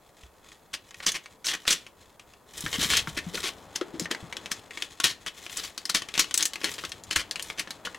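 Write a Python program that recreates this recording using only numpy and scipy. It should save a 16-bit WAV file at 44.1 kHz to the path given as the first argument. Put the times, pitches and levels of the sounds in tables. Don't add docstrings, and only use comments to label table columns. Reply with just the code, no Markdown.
import sys
import numpy as np
from scipy import signal
from scipy.fft import rfft, irfft
from scipy.io import wavfile
from scipy.ndimage import uniform_filter1d

SR = 44100
rng = np.random.default_rng(int(sys.argv[2]) if len(sys.argv) > 2 else 0)


def wav_record(signal):
    frames = np.transpose(np.atleast_2d(signal))
    bounded = np.clip(frames, -1, 1)
    quanta = np.round(bounded * 32767).astype(np.int16)
    wavfile.write(sys.argv[1], SR, quanta)


N = 351918

SIZE, TOP_HZ = 16384, 16000
TIME, AGE = np.arange(N) / SR, np.arange(SIZE) / SR
SCENE_FREQS = np.fft.rfftfreq(N, 1 / SR)
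EVENT_FREQS = np.maximum(np.fft.rfftfreq(SIZE, 1 / SR), 1)


def undb(db):
    return 10 ** (np.asarray(db) / 20)


def level(x, db, seconds=None):
    head = x if seconds is None else x[:int(seconds * SR)]
    return x * undb(db) / np.sqrt(np.mean(head ** 2) + 1e-20)


def fade(t60):
    return np.exp(-np.log(1000) * AGE / max(t60, 1e-3))


def follow(curve):
    return undb(np.interp(TIME, *np.transpose(curve)))


def colour_db(points, hz):
    at_hz, db = np.transpose(points)
    return np.interp(np.log(np.maximum(hz, 1)), np.log(at_hz), db)


def peak(hz, width_hz):
    return 1 / (1 + (2 * (EVENT_FREQS - hz) / width_hz) ** 2)


def minimum_phase(x, gain_db):
    cepstrum = irfft(np.log(undb(gain_db)))
    cepstrum[1:SIZE // 2] *= 2
    cepstrum[SIZE // 2 + 1:] = 0
    return irfft(rfft(x, SIZE) * np.exp(rfft(cepstrum)))


def band(x, low_hz, high_hz):
    edges_hz = [low_hz, min(high_hz, SR / 2 - 1000)]
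    return signal.sosfilt(signal.butter(2, edges_hz, "band", fs=SR, output="sos"), x)


def add(out, start_s, x):
    i = max(int(start_s * SR), 0)
    out[i:i + SIZE] += x[:max(N - i, 0)]


def impulses(length, per_second, spread_db):
    occurs = rng.random(length) < per_second / SR
    return occurs * undb(spread_db * np.clip(rng.standard_normal(length), -2, 2))


# frequency_hz, gain_db
PLASTIC_SPECTRUM = [(40, -15.5), (450, -4.5), (800, -9.5), (1150, -4.5), (3200, 0), (6300, -2.5),
                    (10000, -10.5), (16000, -26.5)]
# pitch_hz, width_hz, lift_db
SHELL_RESONANCES = [(1098, 57, 2), (1870, 670, 5), (3190, 230, 1)]
def part(ring_hz, tilt_db, crack_t60=0.014, ring_db=-12, lift_db=8, modes_db=-12):
    dense = rng.standard_normal(SIZE) * (fade(crack_t60) + undb(ring_db) * fade(t60=0.11))
    octaves = np.log2(np.maximum(EVENT_FREQS, 1000) / 4000)
    gain_db = colour_db(PLASTIC_SPECTRUM, EVENT_FREQS) + tilt_db * octaves
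    gain_db += lift_db * peak(ring_hz, width_hz=ring_hz / 5)
    gain_db += sum(lift * peak(hz, width) for hz, width, lift in SHELL_RESONANCES)
    modes_hz = np.minimum(ring_hz * np.exp(np.r_[0, .25 * rng.standard_normal(size=2)]), TOP_HZ)
    modes = np.sin(2 * np.pi * modes_hz[:, None] * AGE).sum(axis=0)
    modes *= fade(t60=65 / ring_hz)
    return level(minimum_phase(dense, gain_db), 0) + level(modes, modes_db)


# frequency_hz, relative_density_db
HUM_SPECTRUM = [(15, -10), (25, -1), (76, -32), (114, -7.5), (373, -11), (516, -6.5), (887, -16.5),
                (988, -7.5), (1260, -34), (11000, -23), (16000, -25)]
def hum(level_db=-63.5, side_share=0.7):
    gain = undb(colour_db(HUM_SPECTRUM, SCENE_FREQS))
    mid, side = irfft(rfft(rng.standard_normal((2, N))) * gain, N)
    return level(np.array([mid + side_share * side, mid - side_share * side]), level_db)


# time_s, relative_level_db
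SLEEVE_LEVELS = [(0, -58.5), (2.4, -57.5), (2.8, -49.5), (4.45, -47), (4.95, -56), (6.7, -51),
                 (7.98, -49.5)]
def sleeve(cloth_db=-3):
    return follow(SLEEVE_LEVELS) * level(band(rng.standard_normal(N), 178, 1100), cloth_db)


def catching(per_second, spread_db=4):
    hold = int(SR / per_second)
    steps = np.repeat(np.clip(rng.standard_normal(N // hold + 1), -2, 2), hold)
    return undb(spread_db * uniform_filter1d(steps, hold // 2)[:N])


def friction(force, per_second, spread_db=5):
    out = np.zeros(N)
    for hz, _, _ in SHELL_RESONANCES[1:]:
        slips = force * impulses(N, per_second, spread_db)
        out += signal.oaconvolve(slips, part(hz, tilt_db=0, lift_db=1, modes_db=-24))[:N]
    return out


def grip(sliding, loose_db=-63, firm_db=-53.5, grasp_s=2.51, tighten_s=0.051):
    hold = follow([(grasp_s, loose_db), (grasp_s + tighten_s, firm_db)])
    slip = friction(sliding * catching(per_second=7), per_second=360)
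    return hold * level(slip, 0)


# time_s, relative_level_db
RUMBLE_LEVELS = [(0, -70.5), (2.5, -68.5), (2.7, -49.5), (3.05, -45), (3.35, -57), (5.8, -67.5), (6.7, -61),
                 (7.98, -61)]
def rumble(sliding, gain_db=1):
    shaking = band(sliding * rng.standard_normal(N), 38, 124)
    return follow(RUMBLE_LEVELS) * level(shaking, gain_db)


def thud(hz, t60=0.072, rise_s=0.0012, scuff_t60=0.12, rub_db=-12):
    tone = np.sin(2 * np.pi * hz * AGE) * fade(t60)
    contact = rng.standard_normal(SIZE) * fade(scuff_t60)
    scuff = level(band(contact, hz / np.sqrt(2), hz * np.sqrt(2)), 0)
    rub = level(band(contact, 2 * hz, 10 * hz), rub_db)
    return (level(tone, 0) + scuff + rub) * (1 - np.exp(-AGE / rise_s))


# start_s, level_db, pitch_hz
SOFT_KNOCKS = [(0.234, -48.5, 74.5), (2.638, -39.5, 180), (2.656, -43, 83), (2.785, -34, 191),
               (2.853, -41, 153), (3.074, -41, 153), (3.265, -37, 174), (3.338, -38, 420),
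               (3.441, -41, 350), (3.813, -30, 363), (3.94, -38.5, 322), (3.998, -38, 327),
               (4.018, -37.5, 175), (4.109, -36, 344), (4.227, -41.5, 123), (6.638, -38.5, 398),
               (7.167, -39, 65.6)]
def bumps():
    out = np.zeros(N)
    for start_s, db, pitch_hz in SOFT_KNOCKS:
        add(out, start_s, level(thud(pitch_hz), db, seconds=0.02))
    return out


def brightness(ring_hz, neutral_hz=3280, tilt_per_octave_db=4.5):
    return tilt_per_octave_db * np.log2(ring_hz / neutral_hz)


# start_s, level_db, ring_hz
PART_TICKS = [(0.235, -49.5, 2790), (0.518, -50, 2140), (0.7402, -28, 3000), (0.908, -44, 2610),
              (0.944, -39.5, 2440), (1.0027, -36, 1570), (1.1187, -28, 6500), (1.259, -40, 2230),
              (1.4595, -29.5, 6400), (1.4678, -22, 5300), (1.653, -38, 1700), (1.8654, -40.5, 2530),
              (2.196, -43.5, 2620), (2.336, -49.5, 2780), (2.607, -31.5, 11500), (2.663, -26, 1650),
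              (2.7295, -29.5, 3180), (2.8456, -24.5, 3170), (2.902, -20.5, 3550), (2.9359, -19, 3140),
              (2.9689, -19, 6400), (2.974, -18, 4070), (3.073, -29, 1350), (3.3768, -30, 1380),
              (3.812, -29, 1445), (3.9965, -26, 7200), (4.056, -30, 1830), (4.1125, -22.5, 3130),
              (4.148, -30.5, 2130), (4.326, -31, 2270), (4.3683, -29.5, 3400), (4.459, -32, 2600),
              (4.708, -37, 2120), (4.7734, -31, 2300), (4.8226, -23.5, 3280), (5.001, -23, 3600),
              (5.263, -30.5, 2490), (5.4647, -33.5, 2580), (5.497, -39, 2770), (5.571, -26.5, 7660),
              (5.7777, -29.5, 4500), (5.8542, -26.5, 5130), (5.8974, -22, 4140), (6.0202, -30.5, 3000),
              (6.087, -34.5, 2550), (6.14, -29.5, 3720), (6.1776, -21, 2870), (6.2432, -32, 3100),
              (6.31, -31, 3400), (6.3418, -17.5, 7500), (6.346, -29, 4100), (6.3764, -16, 8200),
              (6.4074, -26, 4400), (6.4178, -30, 3480), (6.426, -17.5, 6400), (6.43, -28, 3550),
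              (6.4543, -20, 7500), (6.459, -26.5, 5730), (6.5343, -31, 4030), (6.557, -29.5, 2620),
              (6.615, -35.5, 2460), (6.6435, -20, 3990), (6.7393, -36, 4840), (6.838, -31, 1560),
              (6.85, -29.5, 3250), (6.894, -42, 6570), (6.9188, -31, 3260), (7.037, -40, 6860),
              (7.11, -23.5, 3180), (7.311, -25, 4330), (7.3579, -28, 2720), (7.3957, -29.5, 2830),
              (7.4248, -30.5, 9200), (7.5005, -28.5, 2260), (7.6741, -37, 1770), (7.7065, -30.5, 4120),
              (7.8721, -29.5, 1410), (7.946, -35.5, 2000)]
def clicks(rebounds=3, gap_s=0.004, rebound_db=-8):
    out = np.zeros(N)
    for start_s, db, ring_hz in PART_TICKS:
        contacts = np.zeros(SIZE)
        contacts[0] = 1
        delays_s = np.cumsum(gap_s * (.5 + rng.random(rebounds)))
        contacts[(delays_s * SR).astype(int)] += undb(rebound_db * np.arange(1, rebounds + 1))
        ping_db = -11 + 3.5 * np.log2(3280 / ring_hz)
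        response = part(ring_hz, brightness(ring_hz), crack_t60=0.013, ring_db=-13, modes_db=ping_db)
        click = signal.fftconvolve(contacts, response)[:SIZE]
        add(out, start_s, level(click, db, seconds=0.0039))
    return out


def chatter(force, ring_hz, tilt_db, per_second, spread_db, size_step=0.225):
    out = np.zeros(SIZE)
    for hz in ring_hz * np.exp([-size_step, 0, size_step]):
        blows = force * impulses(SIZE, per_second, spread_db)
        out += signal.fftconvolve(blows, part(hz, tilt_db))[:SIZE]
    return out


def stick_slip(per_second, spread_db):
    loading, strength = rng.random((SIZE // 16, 2)).T
    at = (np.cumsum(np.r_[0, 2 * loading[1:]]) * SR / per_second).astype(int)
    sizes = undb(spread_db * (2 * strength - 1))
    return np.bincount(at[at < SIZE], sizes[at < SIZE], SIZE)


# start_s, length_s, relative_level_db, ring_hz
EDGE_RUNS = [(0.73, 0.024, -34, 5070), (1.024, 0.026, -39.5, 2920), (1.076, 0.023, -24.5, 4300),
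             (1.141, 0.032, -30, 2700), (1.443, 0.054, -30, 6200), (1.48, 0.042, -27, 3450),
             (1.528, 0.024, -28.5, 2350), (1.664, 0.013, -34.5, 4970), (1.703, 0.034, -19, 6000),
             (2.571, 0.016, -36, 9100), (2.725, 0.036, -28.5, 3070), (2.796, 0.05, -28.5, 4030),
             (2.906, 0.097, -24.5, 3270), (3.166, 0.03, -28, 2460), (3.343, 0.012, -29, 3400),
             (3.429, 0.065, -28.5, 3400), (3.998, 0.05, -40.5, 5000), (4.102, 0.048, -38.5, 1780),
             (5.047, 0.015, -23, 3800), (5.091, 0.024, -34.5, 4000), (5.267, 0.018, -32, 3280),
             (5.58, 0.023, -33, 3800), (5.632, 0.032, -37, 4600), (5.892, 0.0142, -30, 4800),
             (6.145, 0.026, -33, 2660), (6.386, 0.042, -31, 4180), (6.631, 0.063, -32, 2400),
             (6.78, 0.018, -34, 2530), (7.105, 0.03, -30.5, 4470), (7.184, 0.033, -30, 2870),
             (7.575, 0.033, -34.5, 2550), (7.847, 0.019, -32.5, 2940)]
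def scrapes(easing=0.33, rise_s=0.0013, catches_per_s=170, catch_db=-6, grit_db=-4.5):
    out = np.zeros(N)
    for start_s, length_s, db, ring_hz in EDGE_RUNS:
        force = (AGE < length_s) * (1 - easing * AGE / length_s) * (1 - np.exp(-AGE / rise_s))
        tilt_db = 0.44 * brightness(ring_hz)
        grit = chatter(force, ring_hz, tilt_db, per_second=690, spread_db=5.5)
        catches = force * stick_slip(catches_per_s, spread_db=2)
        clacks = signal.fftconvolve(catches, part(ring_hz, tilt_db))[:SIZE]
        add(out, start_s, level(grit, db + grit_db, length_s))
        add(out, start_s, level(clacks, db + catch_db, length_s + 1 / catches_per_s))
    return out


# start_s, length_s, relative_peak_db
FACE_PUSHES = [(0.777, 0.25, -53.5), (1.397, 0.21, -51), (2.44, 0.45, -29), (3.244, 0.16, -38),
               (5.223, 0.38, -41.5), (6.494, 0.2, -37.5), (7.2, 0.27, -47.5)]
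def creaks(sliding, swell_power=1.49, release_s=0.11, creak_db=-2, hiss_db=-13):
    push = np.zeros(N)
    for start_s, length_s, db in FACE_PUSHES:
        swell = np.clip((TIME - start_s) / length_s, 0, 1) ** swell_power
        release = np.exp(-np.maximum(TIME - start_s - length_s, 0) / release_s)
        push += undb(db) * swell * release
    creak = friction(sliding, per_second=140)
    hiss = band(sliding * rng.standard_normal(N), 6000, 15000)
    return push * (level(creak, creak_db) + level(hiss, hiss_db))


# start_s, relative_level_db, ring_hz, rattle_t60_s
JOINT_SNAPS = [(1.0652, -22.5, 6000, 0.087), (1.6785, -21, 3350, 0.23), (3.7585, -30, 4920, 0.028),
               (4.5158, -29, 6330, 0.048), (5.0407, -18.5, 3930, 0.17), (5.9477, -21.5, 4100, 0.12),
               (6.1938, -18, 5530, 0.092), (7.1604, -22, 1660, 0.075), (7.595, -30, 2200, 0.061)]
def snaps(rub_s=0.0068, rub_db=-11, crack_db=-0.5, rattle_db=-4, body_db=-24, tilt_db=1.5):
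    out = np.zeros(N)
    for start_s, db, ring_hz, t60 in JOINT_SNAPS:
        rub = chatter(AGE * (AGE < rub_s), ring_hz, tilt_db, per_second=3500, spread_db=10)
        crack = part(ring_hz, tilt_db)
        rattle = chatter(fade(t60), ring_hz, tilt_db, per_second=780, spread_db=3.5)
        body = thud(hz=300 * np.exp(.3 * rng.standard_normal()))
        add(out, start_s - rub_s, level(rub, db + rub_db, rub_s))
        add(out, start_s, level(crack, db + crack_db, seconds=0.012))
        add(out, start_s, level(rattle, db + rattle_db, seconds=0.037))
        add(out, start_s, level(body, db + body_db, seconds=0.0047))
    return out


# pitch_hz, gain_db
HOLLOW_MODES = [(168, -2.5), (306, 0), (1120, -5), (3040, -2.5), (3320, -8), (4118, -6), (6120, -4)]
def bodies(contacts, t60=0.084, drift=0.013):
    pole = np.exp(-np.log(1000) / (t60 * SR))
    seconds = np.arange(N // SR + 2)
    out = contacts.copy()
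    for hz, db in HOLLOW_MODES:
        wander = np.interp(TIME, seconds, rng.standard_normal(len(seconds)))
        pitch_hz = hz * (1 + drift * wander)
        phasor = np.exp(2j * np.pi * np.cumsum(pitch_hz) / SR)
        amplitude = signal.lfilter([1 - pole], [1, -pole], contacts * phasor.conj())
        out += 2 * undb(db) * np.real(phasor * amplitude)
    return out


# low_hz, high_hz, t60_s, gain_db
ECHO_BANDS = [(60.7, 576, 0.63, -12), (970, 4300, 0.26, -15.5), (4700, 13000, 0.2, -33)]
def room(direct, first_echo_s=0.0042, side_share=.4):
    echo = np.zeros((2, SIZE))
    for low_hz, high_hz, t60, db in ECHO_BANDS:
        mid, side = rng.standard_normal((2, SIZE))
        decay = fade(t60) * (AGE > first_echo_s)
        wash = np.array([mid + side_share * side, mid - side_share * side]) * decay
        echo += undb(db) * band(wash / np.linalg.norm(decay), low_hz, high_hz)
    return direct + signal.fftconvolve(direct[None], echo, axes=1)[:, :N]


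# time_s, leftward_fraction (0 middle, 1 left)
TOY_PATH = [(1.8, .2), (3.6, 0.44), (6.3, 0.6), (7.2, 0.46)]
# frequency_hz, left_minus_right_db
PORT_BALANCE = [(50, -4), (200, 15), (1000, 5), (4000, 6.5), (12000, 5.5)]
def ports(pair, scatter_db=-21, scatter_t60=0.03):
    leftward = np.interp(TIME, *np.transpose(TOY_PATH))
    ratio = undb(colour_db(PORT_BALANCE, SCENE_FREQS))
    mid = pair.mean(axis=0)
    scatter = rng.standard_normal(SIZE) * fade(scatter_t60)
    scatter = undb(scatter_db) * band(scatter / np.linalg.norm(scatter), 2000, 16000)
    side = leftward * irfft(rfft(mid) * (ratio - 1) / (ratio + 1), N)
    side += signal.oaconvolve(mid, scatter)[:N]
    return pair + np.array([side, -side])


def scene():
    impacts = clicks() + snaps() + scrapes() + bumps()
    sliding = catching(per_second=30)
    rubbing = grip(sliding) + creaks(sliding) + rumble(sliding)
    toys = bodies(impacts + rubbing) + sleeve()
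    return ports(room(toys)) + hum()


def record(dry, ceiling=.75):
    low_pass = signal.ellip(10, .2, 80, TOP_HZ, fs=SR, output="sos")
    return signal.sosfilt(low_pass, ceiling * np.tanh(dry / ceiling))


dry = scene()
out = record(dry)
wav_record(out)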